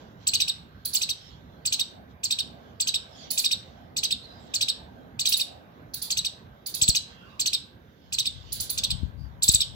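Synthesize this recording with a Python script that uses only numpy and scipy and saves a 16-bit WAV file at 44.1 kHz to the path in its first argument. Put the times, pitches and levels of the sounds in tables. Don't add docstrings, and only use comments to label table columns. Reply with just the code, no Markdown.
import sys
import numpy as np
from scipy import signal
from scipy.fft import rfft, irfft, next_fast_len
from scipy.io import wavfile
from scipy.ndimage import uniform_filter1d, map_coordinates

SR = 44100
rng = np.random.default_rng(int(sys.argv[2]) if len(sys.argv) > 2 else 0)


def to_linear_factor(level_db):
    exponent = np.asarray(level_db, float) / 20
    return 10 ** exponent


def unload_audio(sound):
    columns = np.transpose(np.atleast_2d(sound))
    steps = np.round(np.clip(columns, -1, 1) * 32767)
    wavfile.write(sys.argv[1], SR, steps.astype(np.int16))


N = 429969


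def unit(x):
    return x / np.sqrt(np.mean(x ** 2) + 1e-20)


def along(points, hz):
    f, value = np.transpose(points)
    return np.interp(np.log(hz + 1), np.log(f + 1), value)


def level_curve(rows):
    times, levels = np.transpose(rows)
    return np.interp(np.arange(N) / SR, times, levels)


def swells(rows):
    t = np.arange(N) / SR
    return sum(to_linear_factor(db) * np.exp(-(2 * (t - middle) / length) ** 2) for middle, length, db in rows)


def wobble(rate):
    knots = rng.standard_normal(int(N * rate / SR) + 4)
    return map_coordinates(knots, [np.arange(N) * rate / SR])


def filtered(x, response):
    m = 2 * next_fast_len(N // 2 + SR // 4)
    return irfft(rfft(x, m) * response(np.fft.rfftfreq(m, 1 / SR)), m)[..., :N]


def causal(points):
    def response(hz):
        cepstrum = irfft(np.log(to_linear_factor(along(points, hz))))
        half = len(cepstrum) // 2
        cepstrum[1:half] *= 2
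        cepstrum[half + 1:] = 0
        return np.exp(rfft(cepstrum))[:len(hz)]
    return response


def patchy(patchy_db):
    z = signal.stft(rng.standard_normal((2, N)), nperseg=512)[2]
    field = uniform_filter1d(rng.standard_normal(z.shape[1:]), size=4, axis=0)
    field = uniform_filter1d(field, size=14, axis=1)
    return signal.istft(z * to_linear_factor(patchy_db * unit(field)), nperseg=512)[1][:, :N]


# (time [s], level [dB])
HUM_LEVEL = [(0.0, -65), (1.03, -66), (2.28, -66), (2.5, -65), (5.46, -64.5), (5.78, -66), (7.44, -66),
             (7.6, -68.5), (7.98, -70), (8.83, -63.5), (9.23, -67.5), (9.75, -68)]
# (frequency [Hz], density [dB per Hz])
HUM_SPECTRUM = [(15, -71), (25, -19), (64, -0.5), (185, -3.5), (271, -7), (318, -11.5), (592, -12),
                (849, -16), (977, -16.5), (1520, -19.5), (1640, -19.5), (2830, -33), (3000, -32.5),
                (3900, -61), (6600, -120)]
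# (frequency [Hz], left-right likeness [0-1])
HUM_COHERENCE = [(60, 0.97), (300, .9), (700, 0.1), (1400, 0.49), (3000, .1)]


def traffic_hum():
    bass_db = 15.5
    lead_s = 0.00038

    def mid_side(hz):
        turn = np.arccos(np.clip(along(HUM_COHERENCE, hz), -1, 1)) / 2
        whine_db = 6 * np.exp(-((hz - 1560) / 57) ** 2)
        return to_linear_factor(along(HUM_SPECTRUM, hz) + whine_db) * [np.cos(turn), np.sin(turn)]

    def lead(hz):
        return np.exp(1j * np.pi * hz * lead_s * np.array([[1], [-1]]))

    mid, side = filtered(patchy(2.0), mid_side)
    ports = unit(filtered(np.array([mid + side, mid - side]), lead))
    return to_linear_factor(level_curve(HUM_LEVEL) + bass_db + 0.8 * wobble(5)) * ports * to_linear_factor([[-1.8], [1.8]])


# (middle [s], length [s], level [dB])
STIRS = [(0.0, 0.24, -67.5), (0.233, 0.066, -67.5), (1.265, 0.26, -60), (2.112, 0.048, -71),
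         (3.22, 0.23, -58.5), (3.72, 0.24, -72), (4.463, .24, -62.5), (0.75, 0.37, -76), (1.6, 0.33, -76),
         (2.65, .3, -73.5), (5.0, 0.39, -81), (5.8, 0.62, -81), (6.5, 0.32, -78.5), (7.12, 0.07, -62),
         (7.282, 0.45, -70.5), (8.483, 0.6, -58.5), (9.06, 0.11, -67), (9.3, 0.36, -80.5)]
# (frequency [Hz], density [dB per Hz])
RUSTLE_SPECTRUM = [(1180, -65.5), (2000, -15), (2430, -18.5), (3330, -4), (4180, -9.5), (4920, -14),
                   (7040, -20.5), (9000, -51.5), (11700, -81.5), (19800, -120)]


def leaf_rustle():
    still_db = -79.5
    motion = (to_linear_factor(still_db) + swells(STIRS)) * to_linear_factor(4.5 + 1.5 * wobble(12))
    noise = unit(filtered(patchy(3), lambda hz: to_linear_factor(along(RUSTLE_SPECTRUM, hz))))
    return motion * noise * to_linear_factor([[-3.5], [3.5]])


# (frequency [Hz], density [dB per Hz])
HISS_SPECTRUM = [(4710, -46.5), (8000, -27.5), (10400, -18.5), (11900, -8), (14100, -6.5), (15700, -13),
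                 (16300, -20)]


def hiss():
    noise = unit(filtered(patchy(1.6), lambda hz: to_linear_factor(along(HISS_SPECTRUM, hz))))
    return to_linear_factor(-78.0) * noise * to_linear_factor([[-3.5], [3.5]])


def arch(top_hz, rise, fall, start_hz, end_hz, creep, bend, skew):
    t = np.arange(int((rise + fall) * SR)) / SR
    climb = creep * t / rise + (1 - creep) * np.sin(np.pi / 2 * t / rise) ** bend
    slide = np.exp(-(2.6 * np.clip((t - rise) / fall, 0, 1)) ** skew)
    return np.where(t < rise, start_hz + (top_hz - start_hz) * climb, end_hz + (top_hz - end_hz) * slide)


def voice(hz, partials_db, rough, breath_db, swell, fade):
    phase = 2 * np.pi * np.cumsum(hz) / SR
    tone = 0
    for k, db in enumerate(partials_db, start=1):
        tone = tone + to_linear_factor(db) * np.sin(k * phase) * (k * hz < 20000)
    noise = rng.standard_normal((2, 3000))[:, :len(hz)]
    flutter = 1 + rough * unit(uniform_filter1d(noise[0], size=30))
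    t = np.arange(len(hz)) / SR
    envelope = np.clip(t / swell, 0, 1) ** 2 * np.clip(t[::-1] / fade, 0, 1)
    return (tone * flutter + to_linear_factor(breath_db) * noise[1]) * envelope


def tail(decay_times, delay):
    build_up_s = 0.72 * delay
    hz, t, z = signal.stft(rng.standard_normal((2, SR // 2)), SR, nperseg=128)
    h = signal.istft(z * to_linear_factor(-60 * t / along(decay_times, hz)[:, None]), SR, nperseg=128)[1]
    h = h * (1 - np.exp(-np.arange(h.shape[1]) / (SR * build_up_s)))
    return np.pad(h / np.linalg.norm(h[0]), ((0, 0), (int(delay * SR), 0)))


# (frequency [Hz], t60 [s])
LEAF_DECAY = [(2000, 0.12), (4000, 0.1), (8000, 0.059), (15000, 0.025)]
# (frequency [Hz], t60 [s])
YARD_DECAY = [(2000, 0.68), (4000, 0.34), (8000, 0.27), (15000, 0.1)]


def scatter_response(leaves_db, yard_db):
    leaves = np.pad(tail(LEAF_DECAY, 0.00085), ((0, 0), (0, SR // 10)))[:, :SR // 2]
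    yard = tail(YARD_DECAY, 0.012)[:, :SR // 2]
    return to_linear_factor(leaves_db) * leaves + to_linear_factor(yard_db) * yard


# (delay [s], level [dB])
CLOSE_ECHOES = [
    [(.0025, -9), (.0011, -11)],
    [(.0024, -5), (.0008, -6)],
]


def heard(calls, left, right, leaves_db, yard_db):
    poses = 3
    lag_s = .00018
    emitted = np.zeros((poses, N + SR))
    for k, (start, call) in enumerate(sorted(calls, key=lambda row: row[0])):
        emitted[k % poses, round(start * SR):][:len(call)] += call

    def close_paths(hz):
        comb = [1 + sum(to_linear_factor(db) * np.exp(-2j * np.pi * hz * s) for s, db in port) for port in CLOSE_ECHOES]
        return np.array(comb) * np.exp(1j * np.pi * hz * lag_s * np.array([[1], [-1]]))

    scatter = 0
    for part in emitted:
        response = scatter_response(leaves_db, yard_db)
        scatter = scatter + signal.oaconvolve(part[None, :N], response, axes=1)[:, :N]
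    direct = filtered(emitted.sum(0)[:N], close_paths)
    return filtered(direct + scatter, lambda hz: np.array([causal(left)(hz), causal(right)(hz)]))


# (time of top [s], level [dB], top pitch [Hz])
HIGH_CHIRPS = [(0.2763, -20.5, 7820), (0.9552, -20.5, 7570), (1.661, -23, 7800), (2.2419, -23.5, 7600),
               (2.8081, -22.5, 7840), (3.3828, -20, 7450), (3.9729, -23.5, 7275), (4.5466, -21.5, 7480),
               (5.2004, -23, 7275), (6.1104, -21.5, 7270), (6.822, -18, 7940), (6.886, -16.5, 7870),
               (7.4031, -21.5, 7630), (8.132, -24.5, 7440)]
# (time of top [s], level [dB], top pitch [Hz])
LOW_CHIRPS = [(0.3432, -18.5, 6620), (0.409, -18.5, 6095), (0.4862, -24, 5780), (1.0233, -21.5, 6506),
              (1.098, -23, 6200), (1.7313, -20, 6700), (1.8009, -22, 5990), (2.3142, -21, 6020),
              (2.394, -24.5, 5660), (2.8796, -21, 6380), (2.9483, -23, 5640), (3.4504, -19, 5915),
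              (3.519, -21, 5760), (4.0408, -20, 6520), (4.1145, -22.5, 5420), (4.6172, -20, 6195),
              (4.6903, -23, 5600), (5.262, -19, 6310), (5.3296, -18, 5865), (5.4039, -23, 5690),
              (6.178, -21.5, 6510), (6.254, -24, 6110), (6.9572, -17.5, 6715), (7.466, -19, 6890),
              (7.5378, -21.5, 5663), (8.1919, -21, 6350), (8.2622, -24, 5495)]
# (time of top [s], level [dB], top pitch [Hz])
QUICK_CHIRPS = [
    (8.782, -20.5, 6900),
    (8.841, -19.5, 6150),
    (8.909, -22.5, 5330),
]
# (time of top [s], level [dB], top pitch [Hz])
LOUD_CHIRPS = [
    (9.4325, -20, 7700),
    (9.489, -14.5, 8000),
    (9.547, -15.5, 8040),
    (9.6125, -20, 5700),
]
# (frequency [Hz], gain [dB])
CHIRP_LEFT = [(1500, -20), (2500, -14), (3050, -7.5), (3750, -1), (4400, -6.5), (5500, -7.5), (7300, -9),
              (8000, 9.5), (8700, -5), (10000, -12.5), (11500, -8), (13500, -11.5), (15500, 0.5),
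              (17000, -24)]
CHIRP_RIGHT = [(1500, -24), (2550, -2.5), (3050, 0), (3800, 2), (4500, 0.5), (5400, -10.5), (6800, -6.5),
               (7800, 5), (8800, -27), (10000, -26), (11500, -9), (13500, -12), (15500, -8), (17000, -10)]


def squirrel():
    # chirps, climb [s], slide [s], share of the climb that creeps evenly [0-1], lowest end [Hz]
    kinds = [(HIGH_CHIRPS, .0125, .024, .25, 2100),
             (LOW_CHIRPS, .0135, .021, .25, 2150),
             (QUICK_CHIRPS, .011, .015, .3, 1700),
             (LOUD_CHIRPS, .014, .016, .8, 1500)]
    calls = []
    for rows, climb, slide, creep, low_hz in kinds:
        for top_s, db, top_hz in rows:
            end_hz = low_hz + .25 * top_hz
            hz = arch(top_hz, climb, slide, start_hz=2139, end_hz=end_hz, creep=creep, bend=7, skew=1.915)
            t = np.arange(len(hz)) / SR
            second_db = np.interp(t, [0, 0.47 * climb, climb + slide], [-8, -6, -17])
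            call = voice(hz, [0, second_db, -17], rough=.35, breath_db=-14, swell=0.008, fade=0.0094)
            calls.append((top_s - climb, to_linear_factor(db + 2.5) * call))
    return heard(calls, CHIRP_LEFT, CHIRP_RIGHT, leaves_db=-5, yard_db=-14)


# (start [s], level [dB], top pitch [Hz], rise [s])
SQUEAK_CALLS = [(0.8477, -30, 18530, 0.013), (0.9296, -29, 15570, 0.014), (3.3014, -28, 16130, 0.014),
                (3.3823, -29, 14700, 0.031), (5.281, -26, 16160, 0.04), (5.364, -29.5, 15530, 0.013),
                (5.934, -33.5, 16780, 0.018), (6.0145, -31, 15200, 0.025), (6.6581, -33, 15500, 0.013),
                (6.7383, -30, 14370, 0.014), (8.5184, -30.5, 16900, 0.018), (8.5967, -29.5, 15180, 0.027),
                (8.6924, -29.5, 15400, 0.018), (9.429, -29.5, 16500, 0.023), (9.509, -30, 15050, 0.039)]
# (frequency [Hz], gain [dB])
SQUEAK_LEFT = [(1500, -41.5), (3000, -11.5), (3900, -2.5), (4600, 0.5), (5400, -20), (7500, -16),
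               (8700, -20.5), (10500, -7.5), (12000, -10), (14000, -11), (15600, 1), (17000, -27)]
SQUEAK_RIGHT = [(1500, -21.5), (3000, -5), (3900, 4), (4600, 6), (5400, -6.5), (7500, -13.5), (8500, -19),
                (9800, -2), (10800, -4.5), (12500, -9.5), (14000, -2.5), (15600, 1.5), (17000, -26.5)]


def neighbour():
    calls = []
    for start, db, top_hz, rise in SQUEAK_CALLS:
        climb = min(rise, .014) + 0.0036
        hz = arch(top_hz, climb, 0.017, start_hz=3292, end_hz=0.23 * top_hz, creep=0.24, bend=1.4, skew=5.8)
        fading = to_linear_factor(np.linspace(6, -14, len(hz)))
        call = voice(hz, [0, -18], rough=.25, breath_db=-13, swell=0.0052, fade=0.026)
        calls.append((start + 0.00055, to_linear_factor(db + 7.0) * fading * call))
    return heard(calls, SQUEAK_LEFT, SQUEAK_RIGHT, leaves_db=6.5, yard_db=3.5)


# (start [s], length [s], pitch [Hz], level [dB])
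BIRD_TWITTERS = [(1.185, 0.14, 5320, -56.5), (3.11, 0.072, 5200, -57), (3.142, .06, 3330, -57),
                 (3.144, 0.096, 6830, -60), (3.178, 0.072, 4800, -57), (3.217, 0.066, 5800, -56),
                 (4.168, 0.21, 3990, -52.5), (4.23, 0.038, 4300, -49), (4.248, 0.19, 4900, -62),
                 (4.38, 0.12, 7650, -69), (4.353, 0.13, 3450, -74), (7.073, 0.22, 3230, -61.5),
                 (7.095, 0.33, 2750, -61.5), (7.1, 0.33, 5000, -77), (7.202, 0.094, 1424, -57),
                 (7.225, 0.21, 1100, -58), (9.16, 0.14, 4740, -63.5)]


def twitters():
    out = np.zeros((2, N))
    for start, length, hz, db in BIRD_TWITTERS:
        t = np.arange(int(length * SR)) / SR
        drift = uniform_filter1d(rng.standard_normal((2, 2, SR // 2)), size=220)[..., :len(t)]
        tone = drift[0] * np.sin(2 * np.pi * hz * t) + drift[1] * np.cos(2 * np.pi * hz * t)
        envelope = signal.windows.tukey(len(t), .6)
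        out[:, round(start * SR):][:, :len(t)] += to_linear_factor(db) * unit(tone) * envelope
    return out * to_linear_factor([[-2.5], [2.5]])


# (middle [s], length [s], level [dB])
VEHICLE_SWELLS = [
    (2.0, 0.19, -53.5),
    (2.6, 0.28, -52),
    (3.25, 0.35, -52.5),
    (3.85, .4, -56),
    (4.45, .4, -53.5),
    (5.0, 0.21, -52),
    (5.55, 0.29, -52),
]
# (frequency [Hz], density [dB per Hz])
ENGINE_SPECTRUM = [(150, -36.5), (230, 3), (320, -13), (480, -9.5), (700, -2), (850, -9), (1100, -50)]


def vehicle():
    drone = unit(filtered(patchy(2.1), lambda hz: to_linear_factor(along(ENGINE_SPECTRUM, hz))))
    return swells(VEHICLE_SWELLS) * drone * to_linear_factor([[-1.8], [1.8]])


# (time [s], level [dB])
WIND_LEVEL = [(7.9, -67), (8.3, -49.5), (8.85, -50.5), (8.92, -35), (9.07, -38.5), (9.12, -48), (9.2, -33),
              (9.3, -51.5), (9.75, -45)]
# (frequency [Hz], density [dB per Hz])
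BUFFET_SPECTRUM = [(20, -5), (60, 1.5), (120, -3), (250, -19), (500, -55), (1000, -67)]
# (time [s], depth [dB], width [s])
LEFT_POPS = [
    (6.823, -17.5, 0.0012),
    (6.89, -8, 0.0013),
    (8.954, -14.5, 0.0021),
    (9.033, -8, 0.0016),
    (9.492, -8, 0.0012),
    (9.548, -13.5, 0.0018),
]


def wind_and_pops():
    t = np.arange(N) / SR
    onset = np.clip((t - WIND_LEVEL[0][0]) / 0.21, 0, 1)
    level = to_linear_factor(level_curve(WIND_LEVEL) + 7) * onset
    rumble = filtered(rng.standard_normal(N), lambda hz: to_linear_factor(along(BUFFET_SPECTRUM, hz)))
    buffeting = level * unit(to_linear_factor(2.1 * wobble(33)) * rumble)
    pushes = sum(-to_linear_factor(db) / (1 + ((t - s) / width) ** 2) for s, db, width in LEFT_POPS)
    return (buffeting + pushes) * to_linear_factor([[0], [-30]])


def scene():
    background = traffic_hum() + leaf_rustle() + hiss()
    left_gain_db = 1.03
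    callers = (squirrel() + neighbour()) * to_linear_factor([[left_gain_db], [-left_gain_db]])
    return background + callers + twitters() + vehicle() + wind_and_pops()


def low_pass(x):
    return signal.sosfilt(signal.butter(12, 16520, fs=SR, output="sos"), x)


def record(dry):
    bass_cut = signal.butter(4, 54, "high", fs=SR, output="sos")
    mix = filtered(signal.sosfilt(bass_cut, dry), lambda hz: np.clip((16250 - hz) / 300, 0, 1))
    return low_pass(mix)


dry = scene()
out = record(dry)
unload_audio(out)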